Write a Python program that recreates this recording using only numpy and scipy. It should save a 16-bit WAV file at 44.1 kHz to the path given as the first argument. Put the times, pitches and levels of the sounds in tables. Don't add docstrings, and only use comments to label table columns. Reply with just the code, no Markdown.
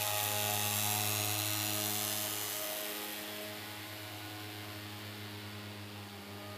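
import sys
import numpy as np
from scipy import signal
from scipy.fft import rfft, irfft, next_fast_len
from scipy.io import wavfile
from scipy.ndimage import map_coordinates

SR = 44100
rng = np.random.default_rng(int(sys.argv[2]) if len(sys.argv) > 2 else 0)


def dump_mix(stems):
    frames = np.atleast_2d(stems).T
    limited = np.clip(frames, -1, 1)
    pcm = np.round(limited * 32767).astype(np.int16)
    wavfile.write(sys.argv[1], SR, pcm)


N = 289737
T = np.arange(N) / SR
HZ = np.fft.rfftfreq(N, 1 / SR)


def amp(db):
    return 10 ** (np.asarray(db) / 20)


def unit_rms(x):
    return x / np.sqrt(np.mean(x ** 2) + 1e-20)


def follow(rows):
    time_s, *columns = np.transpose(rows)
    return [np.interp(T, time_s, column) for column in columns]


def ramp(start_s, end_s):
    return np.clip((T - start_s) / (end_s - start_s), 0, 1)


def blend(first, second, share):
    return first + share * (second - first)


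def colour(x, spectrum, phase=0):
    hz, db = np.transpose(spectrum)
    gain = amp(np.interp(np.log(HZ + 1), np.log(hz), db))
    return unit_rms(irfft(rfft(x) * gain * np.exp(-1j * phase), N))


def wander(rate_hz, hop=32):
    t = np.arange(next_fast_len(N // hop + 2)) * hop / SR
    hz = np.fft.rfftfreq(len(t), hop / SR)
    slow = rfft(rng.standard_normal(len(t))) / (1 + (hz / rate_hz) ** 4)
    return np.interp(T, t, unit_rms(irfft(slow, len(t))))


def puffs(turns, centre, depth_db):
    return rng.standard_normal(N) * amp(depth_db * np.cos(2 * np.pi * (turns - centre)))


def engine(jitter_ms=.04):
    # time_s, rate_hz
    firing = [(0, 104.2), (.8, 104.2), (1.4, 104.7), (2.2, 104.6), (2.4, 104.25), (3.05, 104.1),
              (3.5, 104.75), (4, 104.8), (4.2, 104.35), (4.6, 104.2), (4.9, 103.65), (5.6, 103.5),
              (5.8, 102.4), (6, 102.5), (6.2, 100.2), (6.4, 102.2)]
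    turns = np.cumsum(follow(firing)[0] + .25 * wander(20)) / SR
    times = np.interp(np.arange(1, int(turns[-1])), turns, T)
    lateness, strength = rng.standard_normal((len(times), 2)).T
    samples = np.round(np.abs(times + lateness * jitter_ms / 1000) * SR).astype(int)
    return turns, np.bincount(samples, amp(.9 * strength), N)[:N]


def snap(train):
    # pitch_hz, relative_db
    spectrum = [(3000, -16), (5500, 6.5), (7300, 2.5), (8500, 0.5), (10000, 2.5), (11000, 2.5), (15000, -4)]
    return colour(train, spectrum)


def cracks(train, wake_s=.0008):
    # pitch_hz, relative_db
    spectrum = [(300, -47), (600, -56), (950, 0.5), (1230, 1), (1600, -8), (2100, 7.5), (2700, 3.5),
                (3900, 3), (4900, -15.5), (7200, -5), (8500, -16.5), (11000, -10), (15000, -11)]
    decay = signal.lfilter([1], [1, -np.exp(-1 / (wake_s * SR))], train)
    wake = decay * rng.standard_normal(N)
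    return colour(unit_rms(train) + .55 * unit_rms(wake), spectrum, phase=1.15)


def close_echoes(x, gains, strength):
    # time_s, lag_ms
    near_lag = [(2.55, .286), (2.75, .356)]
    # time_s, earlier_lag_ms, later_lag_ms
    ground_lags = [(0, .84, 1.128), (.5, .835, 1.125), (.85, .785, 1.08), (1.15, .765, 1.06),
                   (1.5, .705, 1.015), (1.75, .7, 1.02), (2.05, .645, .985), (2.6, .635, .98),
                   (3.05, .618, .975)]
    for lag_ms, gain in zip(follow(near_lag) + follow(ground_lags), gains):
        dulled = np.convolve(x, [.11, .78, .11], "same")
        echo = map_coordinates(dulled, [(T - lag_ms / 1000) * SR], order=3)
        x = (x + strength * gain * echo) / np.hypot(1, strength * gain)
    return x


def yard(x, t60_s=0.32, change_hz=0.729):
    t, out = T[:SR // 2], np.zeros(N)
    lead_in = np.r_[x[:len(t)], x]
    for k in range(4):
        taps = rng.standard_normal(len(t)) * amp(-60 * t / t60_s)
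        echoes = signal.fftconvolve(lead_in, taps)[len(t):len(t) + N]
        out += echoes * np.cos(2 * np.pi * (change_hz * T / 2 + k / 8))
    return unit_rms(out)


def roar(train, turns):
    # pitch_hz, relative_db
    spectrum = [(300, -11.5), (420, -11), (560, -6), (720, -18), (1000, -5), (1400, 2), (1700, 3.5),
                (2200, 4.5), (3300, 5), (4700, -0.5), (5400, -4.5), (6500, -33), (9000, -42)]
    smeared = colour(yard(train), [(700, -14), (1700, 0)])
    throb = unit_rms(puffs(turns, centre=0.23, depth_db=1.0))
    return colour(smeared + throb, spectrum)


def jet_rush(turns):
    # pitch_hz, relative_db
    spectrum = [(2000, -39), (4500, 0.5), (6000, 2), (7300, 1.5), (8600, 1.5), (10000, 1.5), (12500, 3),
                (15000, 1.5)]
    return colour(puffs(turns, centre=0.64, depth_db=1.0), spectrum)


def spray(turns, direct):
    # pitch_hz, relative_db
    spectrum = [(4000, -54), (7000, -5.5), (9000, -6.5), (10500, -6), (11300, 0.5), (13400, 1),
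                (15000, -1.5)]
    spurts = puffs(turns, centre=0.97, depth_db=1.0 + 5.4 * direct)
    sputter_db = -2.0 * np.sqrt(direct) * wander(60) + wander(27)
    return np.sqrt(1 - direct / 2) * colour(spurts * amp(sputter_db), spectrum)


def node(middle_s, half_width_s, gain_left=0):
    offset = (T - middle_s) / half_width_s
    return np.hypot(offset, gain_left) / np.hypot(offset, 1)


def dropouts(k):
    # middle_s, partial_number, half_width_s, gain_left
    nodes = [(0.12, 2, 0.44, 0.045), (1.44, 2, 0.23, .1), (2.6, 2, 0.57, 0.21), (4.24, 2, 0.78, 0.08),
             (0.088, 3, 0.53, .05), (0.74, 3, 0.19, 0.34), (2.45, 3, 0.12, 0.33), (5.25, 3, 0.27, 0.75),
             (6.17, 3, 0.21, 0.27), (0.08, 4, 0.085, 0.31), (0.81, 4, 0.038, .25), (1.53, 4, 0.064, 0.34),
             (2.2, 4, 0.12, .05), (1.6, 4, 0.073, 0.29), (3.9, 4, 0.26, .05), (0.98, 5, 0.099, .1),
             (1.6, 5, .1, .1), (2.13, 5, 0.18, .1), (.87, 6, 0.11, .1), (1.31, 6, 0.044, .2),
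             (2.4, 6, 0.04, .2), (2.5, 6, 0.044, .1), (3.04, 6, 0.036, .1), (0.32, 7, 0.1, .1),
             (0.83, 7, 0.11, 0.35), (1.5, 7, 0.089, .05), (.79, 8, .05, 0.091), (2.71, 8, 0.12, 0.083),
             (3.42, 8, 0.068, .1), (6.22, 1, 0.086, .18)]
    return np.prod([node(s, width_s, left) for s, which, width_s, left in nodes if which == k], axis=0)


def honk_db(k):
    # middle_s, length_s, partial_number, boost_db
    honks = [(.75, 0.66, 2, 2), (1.84, 0.38, 2, 2), (5.6, 0.4, 2, 1.5), (0.31, 0.26, 3, 1.5),
             (1.1, 0.2, 3, -0.5), (2.33, 0.36, 3, 2.5), (4.4, 0.94, 3, 2), (0.47, 0.24, 4, 3.5),
             (3.48, 0.32, 4, 3), (.27, 1, 5, 7.5), (2.918, 0.52, 5, 9.5), (0.092, 0.27, 6, 6),
             (0.44, 0.23, 6, 6.5), (2, 0.49, 6, 2), (2.23, 0.098, 6, 5.5), (2.73, 0.4, 6, 10.5),
             (3.4, .32, 6, 9.5), (3.95, 0.37, 6, 7.5), (6.5, 0.21, 6, 9.5), (0.17, 0.24, 7, 6),
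             (.52, 0.18, 7, 9.5), (0.944, 0.3, 7, 14), (1.29, 0.18, 7, 9), (1.77, 0.42, 7, 6.5),
             (2.17, 0.12, 7, 4.5), (4.4, 0.73, 7, 11), (0.3, 0.99, 8, 13.5), (0.85, 0.29, 8, 8),
             (3.04, 0.22, 8, 7.5), (6.176, 0.13, 8, 8), (0.91, .18, 9, 18), (4.5, 0.78, 10, 3.5),
             (6.52, 0.52, 12, 11.5), (4.2, 0.64, 14, 5.5), (4.5, .6, 18, 5)]
    return sum(db / (1 + np.abs(2 * (T - middle_s) / length_s) ** 6)
               for middle_s, length_s, which, db in honks if which == k)


def partial(turns, db, flutter, fading=0):
    gain = (1 + fading * wander(5)) / np.hypot(1, fading) + flutter * wander(13.4)
    phase_flutter = flutter * wander(26)
    angle = 2 * np.pi * turns
    return amp(db) * np.sqrt(2) * (gain * np.cos(angle) + phase_flutter * np.sin(angle))


def hum(turns, echoed, far):
    # time_s, level_db
    fundamental = [(0, -49), (.4, -45), (1.2, -42), (1.6, -44.5), (2.45, -55), (2.95, -77), (3.5, -57),
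                   (4.2, -51.5), (5.5, -50), (6.57, -52)]
    # partial_number, near_db, far_db
    low_partials = [(2, -48, -53.5), (3, -50, -56.5), (4, -53, -60.5)]
    levels_db = follow(fundamental)
    for k, near_db, far_db in low_partials:
        levels_db.append(blend(near_db, far_db, far) + honk_db(k) + 0.69 * (k - 1) * wander(2.7))
    out = 0
    for k, db in enumerate(levels_db, 1):
        slip = echoed * rng.uniform(-0.63, 0.69) * (k > 1)
        out += dropouts(k) * partial(k * (turns - .17) + slip, db, flutter=0.009 * k ** 2)
    return out


def nasal_tones(turns, echoed, far):
    # partial_number, near_db, far_db
    upper_partials = [(5, -64, -67.5), (6, -51.5, -65), (7, -55, -70.5), (8, -58.5, -63.5), (9, -69.5, -69),
                      (12, -54.5, -69.5)]
    out = 0
    for k, near_db, far_db in upper_partials:
        boost_db = honk_db(k)
        db = blend(near_db, far_db, far) + boost_db
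        slip = echoed * rng.uniform(-.5, .5)
        tone = partial(k * (turns - .13) + slip, db, flutter=.14, fading=.45 / amp(boost_db))
        out += dropouts(k) * tone
    return out


def overtones(turns, far):
    # partial_number, near_db, far_db
    faint_partials = [(10, -18.5, -16.5), (11, -17.5, -18), (13, -25, -31), (14, -19.5, -15.5),
                      (16, -32, -20), (18, -26.5, -23), (20, -20, -20.5), (22, -36, -21), (23, -39, -28)]
    out = 0
    for k, near_db, far_db in faint_partials:
        db = blend(near_db, far_db, far) + honk_db(k)
        out += partial(k * turns + rng.random(), db, flutter=0.25, fading=.4)
    return out


def ring(train, widths_hz=(300, 530, 630)):
    # time_s, pitch_hz, level_db
    bands = [
        [(0, 2500, -14), (.5, 2640, -16), (1.1, 2600, -6.5), (1.7, 2680, -12.5), (2.2, 2800, -24),
         (2.6, 3050, -12), (3, 3250, -12), (3.3, 3320, -10), (3.55, 3500, -12), (3.9, 3500, -20)],
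        [(0, 3350, -13), (1.1, 3430, -10), (1.7, 3500, -6), (2.1, 3440, -6.5), (2.7, 3700, -22.5)],
        [(0, 3830, -11), (.7, 3720, -13), (1.1, 3940, -10), (1.6, 4030, -8), (2.1, 4150, -16), (2.8, 4270, -30),
         (4.2, 4380, -14), (6.57, 4560, -11)],
    ]
    drive = unit_rms(train) + 0.65 * rng.standard_normal(N)
    out = 0
    for band, width_hz in zip(bands, widths_hz):
        hz, db = follow(band)
        carrier = np.exp(2j * np.pi * np.cumsum(hz) / SR)
        pole = np.exp(-np.pi * width_hz / SR)
        ringing = carrier * signal.lfilter([1], np.poly([pole, pole]), drive / carrier)
        out += amp(db) * unit_rms(ringing.real)
    return out


def rasp(turns):
    # pitch_hz, relative_db
    spectrum = [(400, -85), (560, -1.5), (650, 3.5), (820, 6.5), (930, -2.0), (1200, 1.0), (1600, -11.5)]
    return colour(puffs(turns, centre=0.38, depth_db=8.5), spectrum)


def rumble():
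    # pitch_hz, relative_db
    spectrum = [(20, -26), (45, -19), (90, -7), (170, -5), (250, -2.5), (340, 3), (410, 2.5), (480, -3),
                (650, 0.5), (850, -0.5), (1300, -4), (3000, -16.5)]
    return colour(rng.standard_normal(N), spectrum)


def far_drone():
    # pitch_hz, level_db
    drone_partials = [(95.2, 0), (190.4, -14), (285.6, -9), (380.8, -12)]
    stray_turns = 0.28 * wander(1.5)
    return sum(amp(db) * np.sqrt(2) * np.sin(2 * np.pi * (hz * T + k * stray_turns))
               for k, (hz, db) in enumerate(drone_partials, 1))


def clutter(x, strength, count=10, lags_ms=(.45, 3.2), drift_ms=.06):
    fine = signal.resample_poly(x, 4, 1)
    fine_t = np.arange(len(fine)) / (4 * SR)
    gain, out = .085 * strength, x
    for lag_ms in np.geomspace(*lags_ms, count):
        lag_s = (lag_ms * rng.uniform(.9, 1.1) + drift_ms * wander(1)) / 1000
        out = out + rng.choice([-1, 1]) * gain * np.interp(T - lag_s, fine_t, fine)
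    return out / np.sqrt(1 + count * gain ** 2)


def scene():
    # time_s, turned_share (0 is in line)
    aim = [(0, 0.33), (.7, 0.3), (1.5, 0.25), (2.15, 0.34), (2.4, 0.4), (2.7, 0.6), (3, 0.77)]
    # time_s, roar_db, treble_db
    levels = [(0, -40, -41), (.7, -40.5, -39.5), (.79, -40.5, -38), (1.3, -40.5, -41), (1.76, -41.5, -41),
              (1.82, -42.5, -40.5), (2.16, -42, -40), (2.32, -43, -42.5), (2.85, -44.5, -42),
              (3.2, -46.5, -45.5), (3.55, -47.5, -51.5), (4.2, -49.5, -52), (5.3, -50.5, -58),
              (5.75, -52.5, -65), (6.25, -53.5, -61), (6.57, -52.5, -61)]
    turns, train = engine()
    turned, far = follow(aim)[0], ramp(1.97, 4.07)
    roar_db, treble_db = follow(levels)
    spray_db = treble_db + blend(5.5, 1, far)
    rush_db = treble_db + blend(4, -6, ramp(2.56, 2.77))
    direct = blend(0.9, 0.0015, turned)
    echoed = 1 - direct
    sharp = blend(0.005, 0.33, (1 - turned) ** 1.66)
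    echo_strength = 1 - ramp(2.5, 4.5)

    shocks = amp(spray_db) * np.sqrt(sharp) * snap(train)
    shocks += amp(roar_db - 3.1) * np.sqrt(direct) * cracks(train)
    shocks = close_echoes(shocks, (.22, .16, .45), echo_strength)
    scattered = amp(roar_db + 0.4) * np.sqrt(echoed) * roar(train, turns)
    hiss = amp(rush_db) * np.sqrt(echoed) * jet_rush(turns)
    hiss += amp(spray_db - 3.0) * np.sqrt(1 - sharp) * spray(turns, direct)
    hiss = close_echoes(hiss, (.13, .1, .25), echo_strength)
    pipe = hum(turns, echoed, far) + nasal_tones(turns, echoed, far)
    pipe += amp(roar_db + 0.5) * overtones(turns, far)
    pipe += amp(roar_db) * ring(train)
    pipe += amp(roar_db + blend(-7.5, -11.5, far)) * rasp(turns)
    pipe += amp(blend(-52.5, -54, far)) * rumble()
    drone = amp(-59.5) * node(middle_s=2.6, half_width_s=1.2) * far_drone()
    return (clutter(shocks + hiss, echo_strength) + scattered + pipe + drone)[None]


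def record(dry):
    lowpass = signal.firwin(601, 15200, window=("kaiser", 9), fs=SR)
    return signal.oaconvolve(dry, lowpass[None], "same")


dry = scene()
out = record(dry)
dump_mix(out)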